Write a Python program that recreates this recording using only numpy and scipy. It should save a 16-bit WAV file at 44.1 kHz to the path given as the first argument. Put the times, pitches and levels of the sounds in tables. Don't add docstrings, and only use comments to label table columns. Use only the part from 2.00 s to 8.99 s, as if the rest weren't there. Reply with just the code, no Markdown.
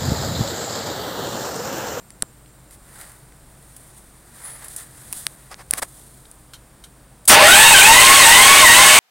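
import sys
import numpy as np
from scipy import signal
from scipy.fft import irfft
from scipy.io import wavfile

SR = 44100
rng = np.random.default_rng(int(sys.argv[2]) if len(sys.argv) > 2 else 0)


def dump_mix(stems):
    frames = np.atleast_2d(stems).T
    limited = np.clip(frames, -1, 1)
    pcm = np.round(limited * 32767).astype(np.int16)
    wavfile.write(sys.argv[1], SR, pcm)


N = 308259
T = np.arange(N) / SR
TAPS = 16384
HZ = np.fft.rfftfreq(TAPS, 1 / SR)
ENGAGE_S = 5.293

# (frequency [Hz], bandwidth [Hz], relative level [dB])
FRAME_MODES = [(617.9, 10.4, -2.5), (812.3, 11, 2), (921, 13, -3.5), (1029, 30, -5), (1103, 11, 1),
               (1485, 9.2, -3), (1582, 40, -3.5), (1730, 7.7, 1.5), (1889.5, 13, 1), (1946, 43, -6),
               (2100, 45, 0), (2211, 60, 2), (2455, 35, 1), (2543, 28, 3), (2682, 18, 3), (2775, 82, 3),
               (2903, 11, 4), (3062, 27, 1.5), (3336, 14, -1), (3424, 31, -17), (3640, 11, 1.5)]
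# (frequency [Hz], relative density [dB])
BRIGHT_SPECTRUM = [(200, -34), (2000, -28), (3500, -8.5), (5500, -11.5), (7200, -5), (9200, 4.5),
                   (10500, -2.5), (12500, -6.5), (16000, -12)]


def amp(db):
    return 10 ** (np.asarray(db) / 20)


def unit(x):
    return x / np.sqrt(np.mean(x ** 2) + 1e-20)


def add(mix, s, sound):
    part = mix[round(s * SR):][:len(sound)]
    part += sound[:len(part)]


def arch(length_s):
    return np.sin(np.linspace(0, np.pi, round(length_s * SR)))


def burst(s, rise_s, decay_s):
    age = np.maximum(T - s, 0)
    return np.minimum(age / rise_s, 1) * np.exp(-np.maximum(age - rise_s, 0) / decay_s)


def shape(points):
    hz, db = np.transpose(points)
    return amp(np.interp(np.log(HZ + 1), np.log(hz), db))


def modes(table):
    return sum(amp(db) / np.sqrt(width) / (1 + 1j * (HZ ** 2 - hz ** 2) / (width * HZ + 1e-9))
               for hz, width, db in table)


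def coloured(x, response):
    taps = np.roll(irfft(response), TAPS // 2)
    return signal.fftconvolve(x, taps / np.linalg.norm(taps))[TAPS // 2:][:len(x)]


def filtered(x, response):
    return unit(coloured(x, response))


def noise(spectrum):
    return filtered(rng.standard_normal(N), shape(spectrum))


def ringing(table):
    return filtered(rng.standard_normal(N), modes(table))


def wander(rate_hz, t=T):
    return filtered(rng.standard_normal(len(t)), 1 / (1 + (HZ / rate_hz) ** 2))


def background(air_db=-51, hum_db=-56, drone_hz=53.0, drone_db=-56, whistle_db=-60, whistle_fade_s=1.2):
    # (frequency [Hz], relative density [dB])
    air_spectrum = [(15, -33), (25, 1.5), (49, -2.5), (93, -5.5), (144, -4.5), (188, -5), (399, -13),
                    (582, -11.5), (1570, -17), (2920, -26), (3630, -24.5), (6380, -27.5), (9050, -16),
                    (11200, -27.5), (15500, -27)]
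    # (frequency [Hz], bandwidth [Hz], relative level [dB])
    hum_bands = [(130.6, 10.7, -2), (305.3, 7.8, -12), (355.6, 6.8, -17.5)]
    whistle_bands = [(7364, 12, -4), (8263, 25, -5), (12995, 25, -6)]
    drone = amp(drone_db) * unit(np.sin(2 * np.pi * drone_hz * T))
    air = amp(air_db) * noise(air_spectrum)
    hum = amp(hum_db) * ringing(hum_bands)
    whistle = amp(whistle_db) * np.exp(-T / whistle_fade_s) * ringing(whistle_bands)
    return drone + air + hum + whistle


def swing(peak_s=3.08, swell_s=.2, rumble_db=-51):
    # (frequency [Hz], relative density [dB])
    rumble_spectrum = [(25, -6), (110, 0), (260, -6), (450, -18), (1500, -50), (16000, -90)]
    return amp(rumble_db) * np.exp(-((T - peak_s) / swell_s) ** 2) * noise(rumble_spectrum)


def handling(bright_db=-1, dull_db=-2, hollow_db=-3, rough_db=-4, rasp_db=-7, grain=0.16, fade_ratio=1.23):
    # (peak time [s], swell [s], relative level [dB], dull share [dB])
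    strokes = [(1.01, 0.083, -40, -4), (1.82, 0.41, -50, -10), (2.47, 0.095, -39, -4.5),
               (2.62, 0.077, -43, -2), (2.8, 0.033, -35.5, -8), (3.02, 0.19, -44, -7.5),
               (3.18, 0.067, -36, -12.5), (3.42, 0.14, -52, -5), (3.97, 0.25, -45.5, -18)]
    # (time [s], length [s], relative level [dB], dull share [dB])
    scuffs = [(0.701, 0.065, -48, -10), (1.96, .04, -51, -16), (2.342, .05, -55, -10),
              (2.682, 0.08, -44, -39), (2.769, 0.027, -41, -43), (3.124, 0.1, -43, -34),
              (3.505, 0.04, -51.5, 14), (3.576, 0.057, -57.5, 15), (3.716, 0.064, -43, 2),
              (3.77, 0.032, -27, -3.5), (3.818, .02, -24.5, 2.5), (3.832, .025, -44.5, 0)]
    # (frequency [Hz], relative density [dB])
    dull_spectrum = [(40, -5), (300, -11), (680, 1), (1100, 1), (1800, 2), (2800, -12), (5000, -8),
                     (9000, -61), (16000, -42)]
    # (frequency [Hz], bandwidth [Hz], relative level [dB])
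    casing_modes = [(610, 220, -3), (760, 130, 0), (1120, 87, 1), (1690, 480, -1), (4840, 900, -3)]
    rasp_bands = [(1400, 390, -4), (1900, 220, 3)]
    bright, dull, scrape = np.zeros((3, N))
    for s, swell_s, db, share_db in strokes:
        stroke = amp(db) * np.exp(-np.maximum(s - T, (T - s) / fade_ratio) / swell_s)
        bright = np.hypot(bright, stroke)
        dull = np.hypot(dull, amp(share_db) * stroke)
    grip = unit(np.exp(grain * wander(75)))
    bright *= amp(bright_db) * grip
    dull *= amp(dull_db) * grip
    for s, length_s, db, share_db in scuffs:
        add(bright, s, amp(db) * arch(length_s))
        add(scrape, s, amp(db + share_db) * arch(length_s))
    hollow = amp(hollow_db) * scrape * ringing(casing_modes)
    rasp = amp(rasp_db) * dull * ringing(rasp_bands)
    hiss = bright * noise(BRIGHT_SPECTRUM)
    rub = (dull + amp(rough_db) * scrape) * noise(dull_spectrum)
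    return hiss + rub + hollow + rasp


def valve(waver=.002):
    # (time [s], frequency [Hz], level [dB])
    squeak = [(2.42, 9900, -62), (2.445, 9830, -31), (2.48, 9810, -35), (2.55, 9860, -40),
              (2.63, 9800, -54)]
    s, hz, db = np.transpose(squeak)
    cycles = np.cumsum(np.interp(T, s, hz) * (1 + waver * wander(150))) / SR
    envelope = amp(np.interp(T, s, db)) * (T > s[0]) * (T < s[-1])
    return envelope * np.sin(2 * np.pi * cycles)


def blows(table, edge=3):
    force, share = np.zeros((2, N))
    age = T[:SR // 10]
    for s, db, decay_s, share_db, cutoff_hz in table:
        blow = np.exp(-age / decay_s) * rng.standard_normal(len(age))
        blow[0] = edge
        blow = signal.sosfilt(signal.butter(10, cutoff_hz, fs=SR, output="sos"), blow)
        add(force, s, amp(db) * blow)
        add(share, s, amp(db + share_db) * blow)
    return force, share


def housing_clicks(click_db=-7):
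    # (time [s], relative level [dB], decay [s], dull share [dB], cutoff [Hz])
    knocks = [(.105, -30, 0.0011, -2, 14000), (.2231, 2.5, 0.00073, -6, 11100), (.46, -45, .002, 6, 5000),
              (.709, -33, .004, -10, 15000), (1.013, -20, 0.0011, -17, 16000),
              (1.118, -31, .002, -20, 16000), (1.323, -43, .0011, 5, 6000),
              (1.765, -30, 0.0074, -14, 16000), (2.644, -27.5, 0.014, -12, 16000),
              (2.683, -20.5, 0.0031, -26, 14000), (2.763, -17, 0.0054, -28, 14000),
              (3.035, -36, .0018, -1, 12000), (3.1274, -3, 0.000079, -14, 20600),
              (3.131, -14.5, 0.0012, -4, 16000), (3.2674, 0, 0.00026, 0, 12400),
              (3.515, -27.5, .0012, 1, 9000), (3.5432, -20, 0.0001, 8, 7000),
              (3.7095, 7, 0.00066, -22, 17900), (3.7367, 3.5, 0.00017, 2, 18000),
              (4.314, -27, .0014, -26, 16000), (5.254, -21, 0.0041, -32, 18000)]
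    # (frequency [Hz], bandwidth [Hz], relative level [dB])
    bright_modes = [(6050, 9400, -7), (8250, 1000, 6), (9630, 460, 8.5), (13500, 2700, -51)]
    dull_modes = [(915, 660, -14), (1960, 1500, 0), (4500, 4100, 0.5)]
    bright, dull = blows(knocks)
    return amp(click_db) * (coloured(bright, modes(bright_modes)) + coloured(dull, modes(dull_modes)))


def casing_thuds():
    # (time [s], peak level [dB], length [s])
    thuds = [(.2242, -26, 0.0038), (.2304, -20, 0.00083), (3.7362, -18, 0.0014)]
    out = np.zeros(N)
    for s, db, length_s in thuds:
        add(out, s, amp(db) * arch(length_s) ** 2)
    return out


def start_button(button_db=-2):
    # (time [s], relative level [dB], decay [s], bright share [dB], cutoff [Hz])
    touches = [(4.254, -39, 0.0018, -19, 6000), (4.535, -35.5, 0.015, -4.5, 15000),
               (4.839, -40.5, 0.013, 2.5, 14000)]
    # (frequency [Hz], bandwidth [Hz], relative level [dB])
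    button_modes = [(1500, 190, -3.5), (2250, 460, -7), (3120, 220, -1), (3740, 150, -4.5), (4120, 170, -5),
                    (5770, 1000, -5)]
    force, tick = blows(touches)
    return amp(button_db) * (coloured(force, modes(button_modes)) + coloured(tick, shape(BRIGHT_SPECTRUM)))


def solenoid(snap_db=-1, travel_db=-14, clang_db=-7):
    # (frequency [Hz], relative density [dB])
    slam_spectrum = [(40, -18), (250, 2.5), (450, -6), (700, 2.5), (1300, 7.5), (2800, 4), (4200, -1),
                     (6000, 3.5), (7500, -4), (9300, 6), (12000, -32), (16000, -8)]
    snap = amp(snap_db) * burst(5.276, 0.0064, 0.044) * noise(BRIGHT_SPECTRUM)
    travel = amp(travel_db) * burst(5.279, 0.0026, 0.053)
    clash = np.interp(T, [5.292, 5.3, 5.335, 5.36], [0, 1, 1, 0])
    clang = amp(clang_db) * burst(5.3, 0.025, 0.15) * ringing(FRAME_MODES[:2])
    return snap + clang + (travel + clash) * noise(slam_spectrum)


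def mesh_frequency(t, catch_hz=216, free_hz=1255.4, spin_up_s=.325, squeeze_s=.02, recover_s=.233):
    # (time [s], scale of the sag [Hz])
    compressions = [(5.746, 369.4), (6.223, 354.3), (6.651, 347.6)]
    hz = free_hz - (free_hz - catch_hz) * np.exp(-(t - ENGAGE_S) / spin_up_s)
    for s, sag_hz in compressions:
        recovery = np.exp(-np.maximum(t - s, 0) / recover_s)
        hz -= sag_hz * recovery / (1 + np.exp(-(t - s) / squeeze_s))
    return hz


def tooth_force(t, pinion_angle, mesh_phase, load, runout=0.3, smear=0.13, flutter=0.49, uneven_db=2.1):
    # (relative level running free [dB], gain at full load [dB])
    harmonics = [(-15, -0.5), (-15, 4), (-22.5, 11), (-21.5, 8.5), (-27, 10.5)]
    phase = mesh_phase + runout * np.sin(pinion_angle + wander(6.7, t)) + smear * wander(120, t)
    force = np.zeros(len(t))
    for k, (db, load_db) in enumerate(harmonics, 1):
        flicker = (1 + flutter * wander(39, t)) * amp(uneven_db * wander(11.5, t))
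        force += amp(db + load_db * load) * flicker * np.cos(k * phase)
    return force


def starter(pinion_teeth=9, seated_hz=480, jitter=0.00692, wobble=0.45, rattle=0.28,
            whine_db=-7, frame_db=-16, grind_db=-11, ring_db=-10.5,
            hiss_db=-11, rasp_db=-13, surge_db=4.5):
    # (frequency [Hz], bandwidth [Hz], relative level [dB])
    gearbox_modes = [(640, 57, 3), (906, 59, -1), (1049, 85, -2), (1524, 200, 2), (1957, 240, 2),
                     (2516, 340, 2), (3040, 200, -1.5), (3730, 70, -1.5)]
    brush_modes = [(6440, 16, -10), (7814, 120, -4), (8145, 115, 1.5), (8510, 700, -0.5), (9960, 49, -18)]
    # (frequency [Hz], relative density [dB])
    grind_spectrum = [(25, -24), (130, -33.5), (350, -14.5), (600, -6), (1300, -2.5), (2000, -2),
                      (3000, -7.5), (4300, -3.5), (5300, -11), (8000, -27.5), (16000, -54)]
    brush_spectrum = [(2000, -20), (5200, -9), (6400, -1.5), (7200, -4), (8500, -1.5), (10000, -4.5),
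                      (12000, -16), (16000, -22)]
    t = T[T >= ENGAGE_S]
    mesh_hz = mesh_frequency(t)
    up_to_speed = np.clip((mesh_hz - 450) / 330, 0, 1)
    load = np.clip((1130 - mesh_hz) / 300, 0, 1)
    mesh_phase = 2 * np.pi * np.cumsum(mesh_hz * (1 + jitter * wander(57, t))) / SR
    pinion_angle = mesh_phase / pinion_teeth
    teeth = tooth_force(t, pinion_angle, mesh_phase, load * up_to_speed)
    teeth *= 1 + wobble * np.cos(pinion_angle)
    teeth *= np.minimum(mesh_hz / seated_hz, 1) ** 2
    frame = modes(FRAME_MODES)
    whine = amp(whine_db) * filtered(teeth, modes(gearbox_modes)) + amp(frame_db) * filtered(teeth, frame)
    chatter = rng.standard_normal(len(t)) * (1 + rattle * np.cos(pinion_angle))
    chatter *= np.exp(0.17 * wander(220, t))
    grind = amp(grind_db) * filtered(chatter, shape(grind_spectrum))
    ring = amp(ring_db) * filtered(chatter, frame)
    hiss = amp(hiss_db) * filtered(rng.standard_normal(len(t)), shape(brush_spectrum))
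    rasp = amp(rasp_db + surge_db * load) * filtered(chatter, modes(brush_modes))
    onset = np.clip((t - ENGAGE_S) / 0.038, 0, 1)
    return np.pad(onset * (whine + grind + ring + up_to_speed * (hiss + rasp)), (N - len(t), 0))


def scene():
    mono = background() + handling() + housing_clicks() + casing_thuds() + start_button()
    mono += valve() + solenoid() + starter() + swing()
    return np.array([mono, mono])


def record(dry, ceiling=0.64, cutoff_hz=16000):
    clipped = np.clip(dry, -ceiling, ceiling)
    low_pass = signal.firwin(401, cutoff_hz, window=("kaiser", 8), fs=SR)
    return signal.oaconvolve(clipped, low_pass[None], "same")


dry = scene()
out = record(dry)
dump_mix(out)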